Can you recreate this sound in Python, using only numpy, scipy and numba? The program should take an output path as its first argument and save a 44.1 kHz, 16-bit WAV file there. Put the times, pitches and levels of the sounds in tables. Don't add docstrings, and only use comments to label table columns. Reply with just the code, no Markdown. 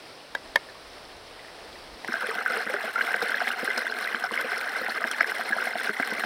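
import sys
import numpy as np
from scipy import signal
from scipy.fft import rfft, irfft
from scipy.io import wavfile
from numba import njit

SR = 44100
rng = np.random.default_rng(int(sys.argv[2]) if len(sys.argv) > 2 else 0)


def store_wav(level_fs):
    pcm = np.round(np.clip(np.atleast_2d(level_fs), -1, 1) * 32767)
    wavfile.write(sys.argv[1], SR, pcm.T.astype(np.int16))


N = 275625

NEAR_S = 2.077
CUTOFF_HZ = 15900

# (time [s], gurgle level [dB], spray level [dB])
SPILL_FLOW = [(2.08, -36, -47), (2.25, -32.5, -46), (2.45, -32, -45), (2.79, -32.5, -47),
              (3.17, -31.5, -43.5), (3.46, -32.5, -45), (3.59, -32.5, -45.5), (4.04, -32.5, -44.5),
              (4.3, -32.5, -47.5), (4.63, -32.5, -45), (5.13, -32.5, -45), (5.51, -33, -44),
              (5.7, -32.5, -45), (5.84, -31.5, -41.5), (6.07, -31, -44.5), (6.25, -32.5, -41)]
# (frequency [Hz], level [dB per Hz])
NEAR_SPECTRUM = [(15, -99), (25, -37), (64, -45.5), (223, -18.5), (714, -4.5), (1020, -6.5), (1610, 2),
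                 (4250, -19.5), (4610, -25), (5280, -21), (6560, -38), (9070, -39), (16000, -49)]
# (frequency [Hz], width [Hz], lift [dB])
CREVICE_RESONANCES = [(233, 70, 11), (464, 153, 9), (734, 124, 5), (1520, 260, 6.5), (2061, 113, 8),
                      (4226, 240, 7.5), (5250, 1300, 4.5), (9300, 4700, 18.5), (13100, 2600, 15.5),
                      (15400, 2000, 16)]
# (middle time [s], length at half depth [s])
LULLS = [(2.445, 0.033), (2.641, 0.035), (2.93, 0.05), (3.459, 0.017), (4.202, 0.027), (4.29, 0.029),
         (4.937, 0.019), (5.1, 0.02), (5.25, 0.032), (5.95, 0.098), (6.06, 0.038)]
LULL_DB = -5
# (middle time [s], peak level [dB], length [s])
SPLASHES = [(3.226, -20.5, 0.016), (3.779, -16, 0.015), (6.003, -27, 0.012)]
# (frequency [Hz], lift [dB])
SPLASH_LIFT = [(300, 12), (2500, 1.5), (6000, 14), (16000, 3)]
# (time [s], peak level [dB], pitch [Hz])
SPRAY_TICKS = [(2.2695, -27, 9900), (2.3105, -30.5, 8790), (2.5743, -28, 9400), (2.7373, -32, 8900),
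               (3.2837, -29, 9930), (3.6453, -25, 9860), (3.778, -29, 8740), (4.3174, -31, 8960),
               (4.4086, -28, 13100), (4.5817, -27.5, 9980), (4.8177, -29, 14200), (5.114, -21.5, 9310),
               (5.35, -32, 9470), (5.4915, -26, 9880), (5.6564, -26, 9900)]
# (time [s], peak level [dB], pitch [Hz], life [cycles])
LOUD_BUBBLES = [(2.084, -22, 1570, 17), (2.123, -16.5, 1520, 15), (2.1398, -17.5, 1520, 26),
                (2.1675, -21, 1580, 26), (2.2225, -20.5, 1470, 15), (2.304, -19, 1600, 10),
                (2.313, -22, 1200, 9.3), (2.3841, -18.5, 1470, 22), (2.411, -21, 1350, 18),
                (2.461, -10, 1535, 24), (2.507, -19, 1380, 26), (2.569, -19, 1320, 8.5),
                (2.7406, -13, 1600, 8.1), (2.958, -16.5, 1390, 140), (2.9902, -17, 1430, 40),
                (3.009, -18, 2070, 18), (3.0103, -12, 1596, 34), (3.077, -18, 1450, 18),
                (3.143, -11, 1700, 7.9), (3.2178, -18.5, 1430, 12), (3.295, -18, 1500, 29),
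                (3.318, -17, 1480, 23), (3.343, -13, 1700, 32), (3.404, -15, 1570, 6),
                (3.4725, -15, 1650, 14), (3.478, -14, 2040, 18), (3.504, -17, 1520, 20),
                (3.536, -21, 1550, 17), (3.6768, -16.5, 1590, 35), (3.819, -17, 1660, 10),
                (3.867, -17, 1550, 29), (3.9222, -18, 1580, 28), (4.049, -20, 1520, 23),
                (4.074, -18.5, 1970, 30), (4.1463, -12.5, 1520, 12), (4.2383, -17, 1490, 28),
                (4.31, -23, 1100, 18), (4.3755, -15, 2114, 37), (4.518, -16.5, 1510, 21),
                (4.8146, -23, 1360, 23), (4.8645, -19, 1960, 19), (5.006, -19, 1560, 14),
                (5.018, -25, 1210, 25), (5.041, -11, 1660, 13), (5.112, -18, 1480, 16),
                (5.2042, -19, 1350, 12), (5.2075, -7.5, 1960, 21), (5.2092, -8, 1700, 25),
                (5.23, -17, 2060, 16), (5.244, -16, 1660, 18), (5.319, -16, 1540, 11),
                (5.411, -13.5, 1590, 10), (5.523, -16, 1665, 67), (5.5295, -12.5, 1640, 25),
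                (5.5847, -20, 1400, 24), (5.6245, -19, 1600, 22), (5.671, -21, 1600, 23),
                (5.734, -21, 1510, 21), (5.893, -13, 1520, 16), (5.911, -26, 1560, 20),
                (5.967, -26, 2050, 30), (5.991, -27, 1360, 30), (5.9985, -14, 1530, 12),
                (6.025, -18, 2220, 26), (6.0307, -16, 1580, 19), (6.047, -28, 2080, 28),
                (6.237, -14.5, 1510, 11)]
# (time [s], peak level [dB], pitch [Hz], life [cycles], thump level [dB])
GLUGS = [(2.089, -34, 392, 9.4, -38), (2.139, -32, 670, 53, -50), (2.234, -28, 498, 130, -51),
         (2.288, -23.5, 450, 22, -57), (2.356, -28, 727, 37, -51), (2.421, -29, 770, 16, -62),
         (2.5, -29, 512, 40, -49), (2.54, -31, 705, 25, -58), (2.569, -23.5, 460, 27, -54),
         (2.664, -31, 497, 20, -44), (2.697, -25, 510, 52, -55), (2.739, -25, 590, 30, -49),
         (2.74, -28, 405, 43, -55), (2.84, -27, 640, 20, -54), (2.982, -31, 725, 28, -61),
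         (3.143, -28, 488, 35, -53), (3.2258, -21.5, 475, 26, -43), (3.416, -20, 720, 25, -59),
         (3.63, -22, 486, 15, -36), (3.683, -28.5, 420, 25, -56), (3.7757, -24.5, 498, 51, -46),
         (4.143, -46, 678, 28, -44), (4.24, -21.5, 754, 31, -67), (4.318, -31, 468, 29, -42.5),
         (4.445, -23.5, 480, 25, -43.5), (4.813, -26, 503, 25, -43.5), (4.884, -24, 746, 21, -45.5),
         (5.012, -32.5, 670, 34, -58), (5.045, -28, 648, 36, -41), (5.207, -29, 688, 34, -48),
         (5.394, -23, 722, 30, -49), (5.504, -30.5, 764, 49, -43), (5.565, -20.5, 707, 8.1, -48),
         (5.67, -24, 720, 19, -47), (5.754, -21, 706, 20, -45), (5.894, -25.5, 415, 18, -39.5),
         (5.998, -21, 715, 17, -35), (6.122, -26, 474, 17, -39), (6.186, -34, 674, 11, -46),
         (6.237, -24, 716, 29, -43)]
# (time [s], peak level [dB], pitch [Hz])
DROPLETS = [(2.1316, -28, 5250), (3.015, -26, 2880), (3.2223, -27.5, 3670), (3.479, -26.5, 3260),
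            (3.5137, -25.5, 2770), (3.7785, -22, 5100), (4.0434, -26.5, 3820), (4.151, -29, 3050),
            (4.2407, -26.5, 5200), (4.3362, -27, 2930), (4.578, -27, 5300), (4.896, -22.5, 4160),
            (5.1139, -25, 5600), (5.208, -25, 5250), (5.785, -28.5, 3530)]
# (frequency [Hz], level against the thump [dB], 60 dB decay time [s])
HOLLOW_MODES = [(237.6, 7.5, 0.07), (325, 7, 0.041), (700, -1, 0.13)]
HOLLOW_SPREAD = 0.083
# (delay [s], level [dB])
ROCK_ECHOES = [(.0031, -11.5), (0.009, -16)]
FLURRY_RISE_S, FLURRY_FALL_S = 0.0012, 0.016
GURGLE_FLURRY_DB, SPRAY_FLURRY_DB = -23, -14
POP_DB, POP_MS = -16, 0.78
SPATTER_SWELL = 0.85
MIST_DB, RUMBLE_DB = -60.5, -70.5
# (time [s], peak level [dB], lift above 2800 Hz [dB], pitch ratio of the 1200-2800 Hz modes,
# contact length [ms], snap level [dB], lift below 1200 Hz [dB], share of the ring time)
PEBBLE_KNOCKS = [(.349, -18, 4.5, 0.87, 4.4, -23, -4, 1), (0.557, -7.5, 3, 0.95, 4.2, -13, -2.5, 0.67),
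                 (2.046, -25.5, -20, 1, 1.5, -33, 5, 0.32)]
# (frequency [Hz], level against the knock [dB], 60 dB decay time [s])
PEBBLE_MODES = [(570, -7, 0.018), (954, -6.5, 0.017), (1888, 1, 0.026), (2270, -17.5, 0.094),
                (3240, -18.5, 0.018), (3780, -17, 0.013), (4560, -22.5, 0.0053), (8560, -43, 0.0022),
                (12400, -31, 0.0039)]
# (frequency [Hz], level [dB per Hz])
SNAP_SPECTRUM = [(400, -0.5), (2000, 3), (5300, -6.5), (6700, -13), (9500, -18), (16000, -22)]
SNAP_PEAK_MS = 1.7
# (delay [s], level [dB])
GROUND_ECHOES = [(.0105, -10.5), (.0145, -18), (.021, -27), (.052, -32)]
# (time [s], water level [dB], wind level [dB])
FAR_LEVELS = [(0, -45, -75), (.3, -47, -69), (.45, -45.5, -59), (.6, -45.5, -66), (.8, -46, -64),
              (.86, -45, -56), (1.0, -45.5, -63), (1.25, -46, -59.5), (1.45, -45.5, -64), (1.75, -44, -57),
              (1.93, -45.5, -53), (2.07, -43.5, -71)]
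# (frequency [Hz], level [dB per Hz])
FAR_SPECTRUM = [(53, -40), (90, -9), (180, -6.5), (480, 1), (650, 1), (1000, -3.5), (1900, -6), (3000, -9),
                (4300, -8.5), (5300, -9.5), (6700, -26.5), (9500, -19), (11500, -30), (16000, -30)]
# (time [s], peak level [dB], pitch [Hz])
FAR_PLOPS = [(0.688, -34.5, 1720), (0.753, -38, 1090), (1.393, -36, 1960), (1.448, -36.5, 1790),
             (1.483, -36, 1870), (1.587, -39, 1800), (1.7562, -38, 1890)]


def near_spill():
    gurgle_db, spray_db = in_time(SPILL_FLOW)
    lull_db = LULL_DB * sum(bump(s, 2 * length_s) for s, length_s in LULLS)
    gurgle_db, spray_db = gurgle_db + lull_db, spray_db + 0.4 * lull_db
    surge = drift(20.0)
    hiss = rng.standard_normal(N) * from_db(1.84 * surge)
    puffs = spray_puffs(surge)

    bubbles = swarm(1400, 147.5, 4213, cycles=18.0, spread_db=3.0, clumps_db=2.2 * surge)
    small_bubbles = swarm(1200, 2433, 9900, cycles=35.0, spread_db=5.5, clumps_db=3.0 * surge)
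    fizz = swarm(700, 6200, CUTOFF_HZ, cycles=26.0, spread_db=4.5, clumps_db=3.0 * surge)
    gurgle = bubbles + from_db(2.5) * hiss + from_db(-1.5) * puffs
    splash = small_bubbles + from_db(4.0) * hiss + from_db(3.0) * puffs
    spray = puffs + from_db(-6.0) * fizz

    gurgle = rms_one(band(in_crevice(gurgle), 3, 3200, "low"))
    splash = rms_one(band(in_crevice(splash), 3, [3200, 6600], "band"))
    spray = rms_one(band(in_crevice(spray), 3, 6600, "high"))

    gurgle_gain = np.sqrt(from_db(2 * gurgle_db) + flurries([LOUD_BUBBLES, GLUGS], GURGLE_FLURRY_DB))
    spray_gain = np.sqrt(from_db(2 * spray_db) + flurries([DROPLETS, SPRAY_TICKS], SPRAY_FLURRY_DB))
    ticks = named_bubbles(*np.transpose(SPRAY_TICKS), cycles=21.0, rise=.05, swell=1.8)
    water = gurgle_gain * gurgle + spray_gain * (splash + from_db(-8.0) * spray)
    return water + ticks + splashes() + mist() + rumble()


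def spray_puffs(surge):
    rate_per_s = 260 * from_db(2.0 * surge + 1.5 * drift(30.0))
    struck = rng.random(N) < rate_per_s / SR
    strength_db = 7.0 * np.minimum(rng.exponential(1, N), 3)
    return rms_one(spatter(struck * from_db(strength_db), decay_ms=2.7))


def in_crevice(x):
    return colour(x, NEAR_SPECTRUM, CREVICE_RESONANCES)


def splashes():
    noise = rms_one(colour(in_crevice(rng.standard_normal(N)), SPLASH_LIFT))
    swells = sum(from_db(peak_db) * bump(s, length_s) for s, peak_db, length_s in SPLASHES)
    return noise / 2 * swells


def flurries(tables, level_db):
    power = sum(clicks(rows[0], 2 * (rows[1] + level_db)) for rows in map(np.transpose, tables))
    t = np.arange(SR // 4) / SR
    shape = np.exp(-2 * t / FLURRY_FALL_S) * (1 - np.exp(-t / FLURRY_RISE_S))
    return np.abs(signal.oaconvolve(power, shape / shape.max())[:N])


def bursts():
    bubbles = named_bubbles(*np.transpose(LOUD_BUBBLES), rise=-0.0021, swell=1.35)
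    s, peak_db, hz, cycles, _ = np.transpose(GLUGS)
    glugs = named_bubbles(s, peak_db, hz, cycles, rise=0.019, swell=1.0)
    droplets = named_bubbles(*np.transpose(DROPLETS), cycles=43.0, rise=0.13, swell=1.6)
    out = bubbles + glugs + droplets + hollow_thumps() + birth_pops()
    return echoes(band(out, 4, 150, "high"), ROCK_ECHOES, dull_hz=4240)


def hollow_thumps():
    s, _, _, _, thump_db = np.transpose(GLUGS)
    shift = np.exp(HOLLOW_SPREAD * rng.standard_normal(len(s)))
    return sum(named_bubbles(s, thump_db + level_db, mode_hz * shift, mode_hz * t60, 0, swell=0.26)
               for mode_hz, level_db, t60 in HOLLOW_MODES)


def birth_pops():
    s, peak_db, *_ = np.transpose(LOUD_BUBBLES)
    response = in_crevice(np.eye(1, 4000)[0])
    pops = spatter(clicks(s, peak_db + POP_DB), POP_MS)
    return signal.oaconvolve(pops, response / np.linalg.norm(response))[:N]


def named_bubbles(s, peak_db, hz, cycles, rise, swell):
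    at, same = (s * SR).astype(np.int64), np.ones(len(s))
    ratio = swell * np.log(1000) / cycles
    top = (1 + 1 / ratio) ** -ratio / (1 + ratio)
    size = from_db(peak_db) / top * same
    return add_bubbles(np.zeros(N), at, size, hz / SR * same, cycles * same, rise * same, swell)


def swarm(per_s, low_hz, high_hz, cycles, spread_db, clumps_db, near=True):
    at = np.flatnonzero(rng.random(N) < per_s * from_db(clumps_db) / SR)
    at = at[(at >= NEAR_S * SR) == near]
    draw = rng.random((len(at), 4))
    hz = low_hz * (high_hz / low_hz) ** draw[:, 0]
    strength_db = spread_db * np.minimum(-np.log(1 - draw[:, 1]), 3.0)
    size = hz * from_db(strength_db) * np.sign(draw[:, 2] - .5)
    life = cycles * (.5 + draw[:, 3])
    return rms_one(add_bubbles(np.zeros(N), at, size, hz / SR, life, 0.13 * draw[:, 3], 3.0))


@njit
def add_bubbles(out, at, size, step, cycles, rise, swell):
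    for k in range(len(at)):
        phase, dying, unborn = 0.0, size[k], 1.0
        life = cycles[k] / step[k]
        loss, growth = 0.001 ** (1 / life), np.exp(-step[k] / swell)
        for i in range(min(int(life), len(out) - at[k])):
            phase += step[k] * (1 + rise[k] * i / life)
            out[at[k] + i] += dying * (1 - unborn) * np.sin(2 * np.pi * phase)
            dying, unborn = dying * loss, unborn * growth
    return out


def spatter(strikes, decay_ms):
    r = np.exp(-1000 / (decay_ms * SR))
    swell = np.hanning(max(3, round(SPATTER_SWELL * decay_ms * SR / 1000)))
    decays = signal.lfilter([1], [1, -r], strikes + 1e-18)
    return np.convolve(decays, swell / swell.sum())[:N] * rng.standard_normal(N)


def knocks():
    out = np.zeros(N)
    for s, peak_db, bright_db, pitch, contact_ms, snap_db, body_db, damped in PEBBLE_KNOCKS:
        at, size = round(s * SR), round(contact_ms * SR / 1000)
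        snap = contact_snap()
        out[at:at + len(snap)] += from_db(snap_db) * snap
        for hz, level_db, t60 in PEBBLE_MODES:
            mode_hz = hz * pitch if 1200 < hz < 2800 else hz
            in_step = np.cos(2 * np.pi * (mode_hz * np.arange(size) / SR + rng.random()))
            touch = (in_step + 0.98 * rng.standard_normal(600)[:size]) * np.hanning(size)
            sound = ring(np.pad(touch, (0, 6000)), mode_hz, t60 * damped)
            strength_db = peak_db + level_db + bright_db * (hz > 2800) + body_db * (hz < 1200)
            out[at:at + len(sound)] += from_db(strength_db) * sound / np.max(np.abs(sound))
    out = band(out + 1e-18 * rng.standard_normal(N), 2, 330, "high")
    return echoes(out, GROUND_ECHOES, dull_hz=1510)


def contact_snap():
    t = np.arange(1000) / SR * 1000 / SNAP_PEAK_MS
    noise = colour(rng.standard_normal(len(t)), SNAP_SPECTRUM)[:len(t)]
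    return t * np.exp(1 - t) * noise


def ring(force, hz, t60):
    r, w = from_db(-60 / (t60 * SR)), 2 * np.pi * hz / SR
    return signal.lfilter([0, np.sin(w)], [1, -2 * r * np.cos(w), r * r], force + 1e-18)


def echoes(x, table, dull_hz):
    r = np.exp(-2 * np.pi * dull_hz / SR)
    dull = signal.lfilter([1], [1, -2 * r, r * r], x + 1e-18) * (1 - r) ** 2
    out = x.copy()
    for delay_s, level_db in table:
        lag = round(delay_s * SR)
        out[lag:] += from_db(level_db) * dull[:-lag]
    return out


def far_creek():
    water_db, wind_db = in_time(FAR_LEVELS)
    patter = swarm(990, 243, 9430, cycles=17.0, spread_db=6.0, clumps_db=5.4 * drift(11.0), near=False)
    rush = rng.standard_normal(N) + from_db(-17.5) * patter
    water = rms_one(colour(rush, FAR_SPECTRUM))
    return from_db(water_db) * water + far_plops() + from_db(wind_db) * wind()


def far_plops():
    plops = named_bubbles(*np.transpose(FAR_PLOPS), cycles=25.0, rise=.1, swell=0.51)
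    return echoes(plops, [(.004, -10), (.009, -5), (.016, -6)], dull_hz=5000)


def wind():
    return rms_one(band(rng.standard_normal(N), 3, [16, 75], "band")) * from_db(2.0 * drift(14.0))


def mist():
    return from_db(MIST_DB) * rms_one(band(in_crevice(rng.standard_normal(N)), 3, 6000, "high"))


def rumble():
    return from_db(RUMBLE_DB) * rms_one(band(rng.standard_normal(N), 2, [75, 170], "band"))


def colour(x, spectrum, peaks=()):
    size = 2 ** 13
    hz = np.maximum(np.arange(size // 2 + 1) * SR / size, 10)
    point_hz, point_db = np.transpose(spectrum)
    level_db = np.interp(np.log(hz), np.log(point_hz), point_db)
    for centre_hz, width_hz, lift_db in peaks:
        level_db = level_db + lift_db / (1 + (2 * (hz - centre_hz) / width_hz) ** 2)
    cepstrum = irfft(np.log(from_db(level_db)))
    cepstrum[1:size // 2] *= 2
    cepstrum[size // 2 + 1:] = 0
    return signal.oaconvolve(x, irfft(np.exp(rfft(cepstrum))))[:N]


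def band(x, order, edge_hz, kind):
    return signal.sosfilt(signal.butter(order, edge_hz, kind, fs=SR, output="sos"), x)


def drift(rate_hz):
    r = np.exp(-80 * np.pi * rate_hz / SR)
    noise = rng.standard_normal(N // 40 + 1002)
    slow = signal.lfilter([1], [1, -2 * r, r * r], noise)[1000:]
    return np.interp(np.arange(N) / 40, np.arange(len(slow)), rms_one(slow))


def bump(middle_s, length_s):
    return np.cos(np.pi * np.clip((np.arange(N) / SR - middle_s) / length_s, -.5, .5)) ** 2


def clicks(s, level_db):
    out = np.zeros(N)
    out[(s * SR).astype(int)] = from_db(level_db)
    return out


def in_time(rows):
    s, *columns = np.transpose(rows)
    return [np.interp(np.arange(N) / SR, s, c) for c in columns]


def rms_one(x):
    return x / np.sqrt(np.mean(x ** 2) + 1e-20)


def from_db(db):
    return 10 ** (np.asarray(db) / 20)


def scene():
    near = np.arange(N) >= NEAR_S * SR
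    return (np.where(near, near_spill(), far_creek()) + bursts() + knocks())[None]


def record(dry):
    return signal.sosfilt(signal.ellip(12, .5, 60, CUTOFF_HZ, fs=SR, output="sos"), dry)


dry = scene()
out = record(dry)
store_wav(out)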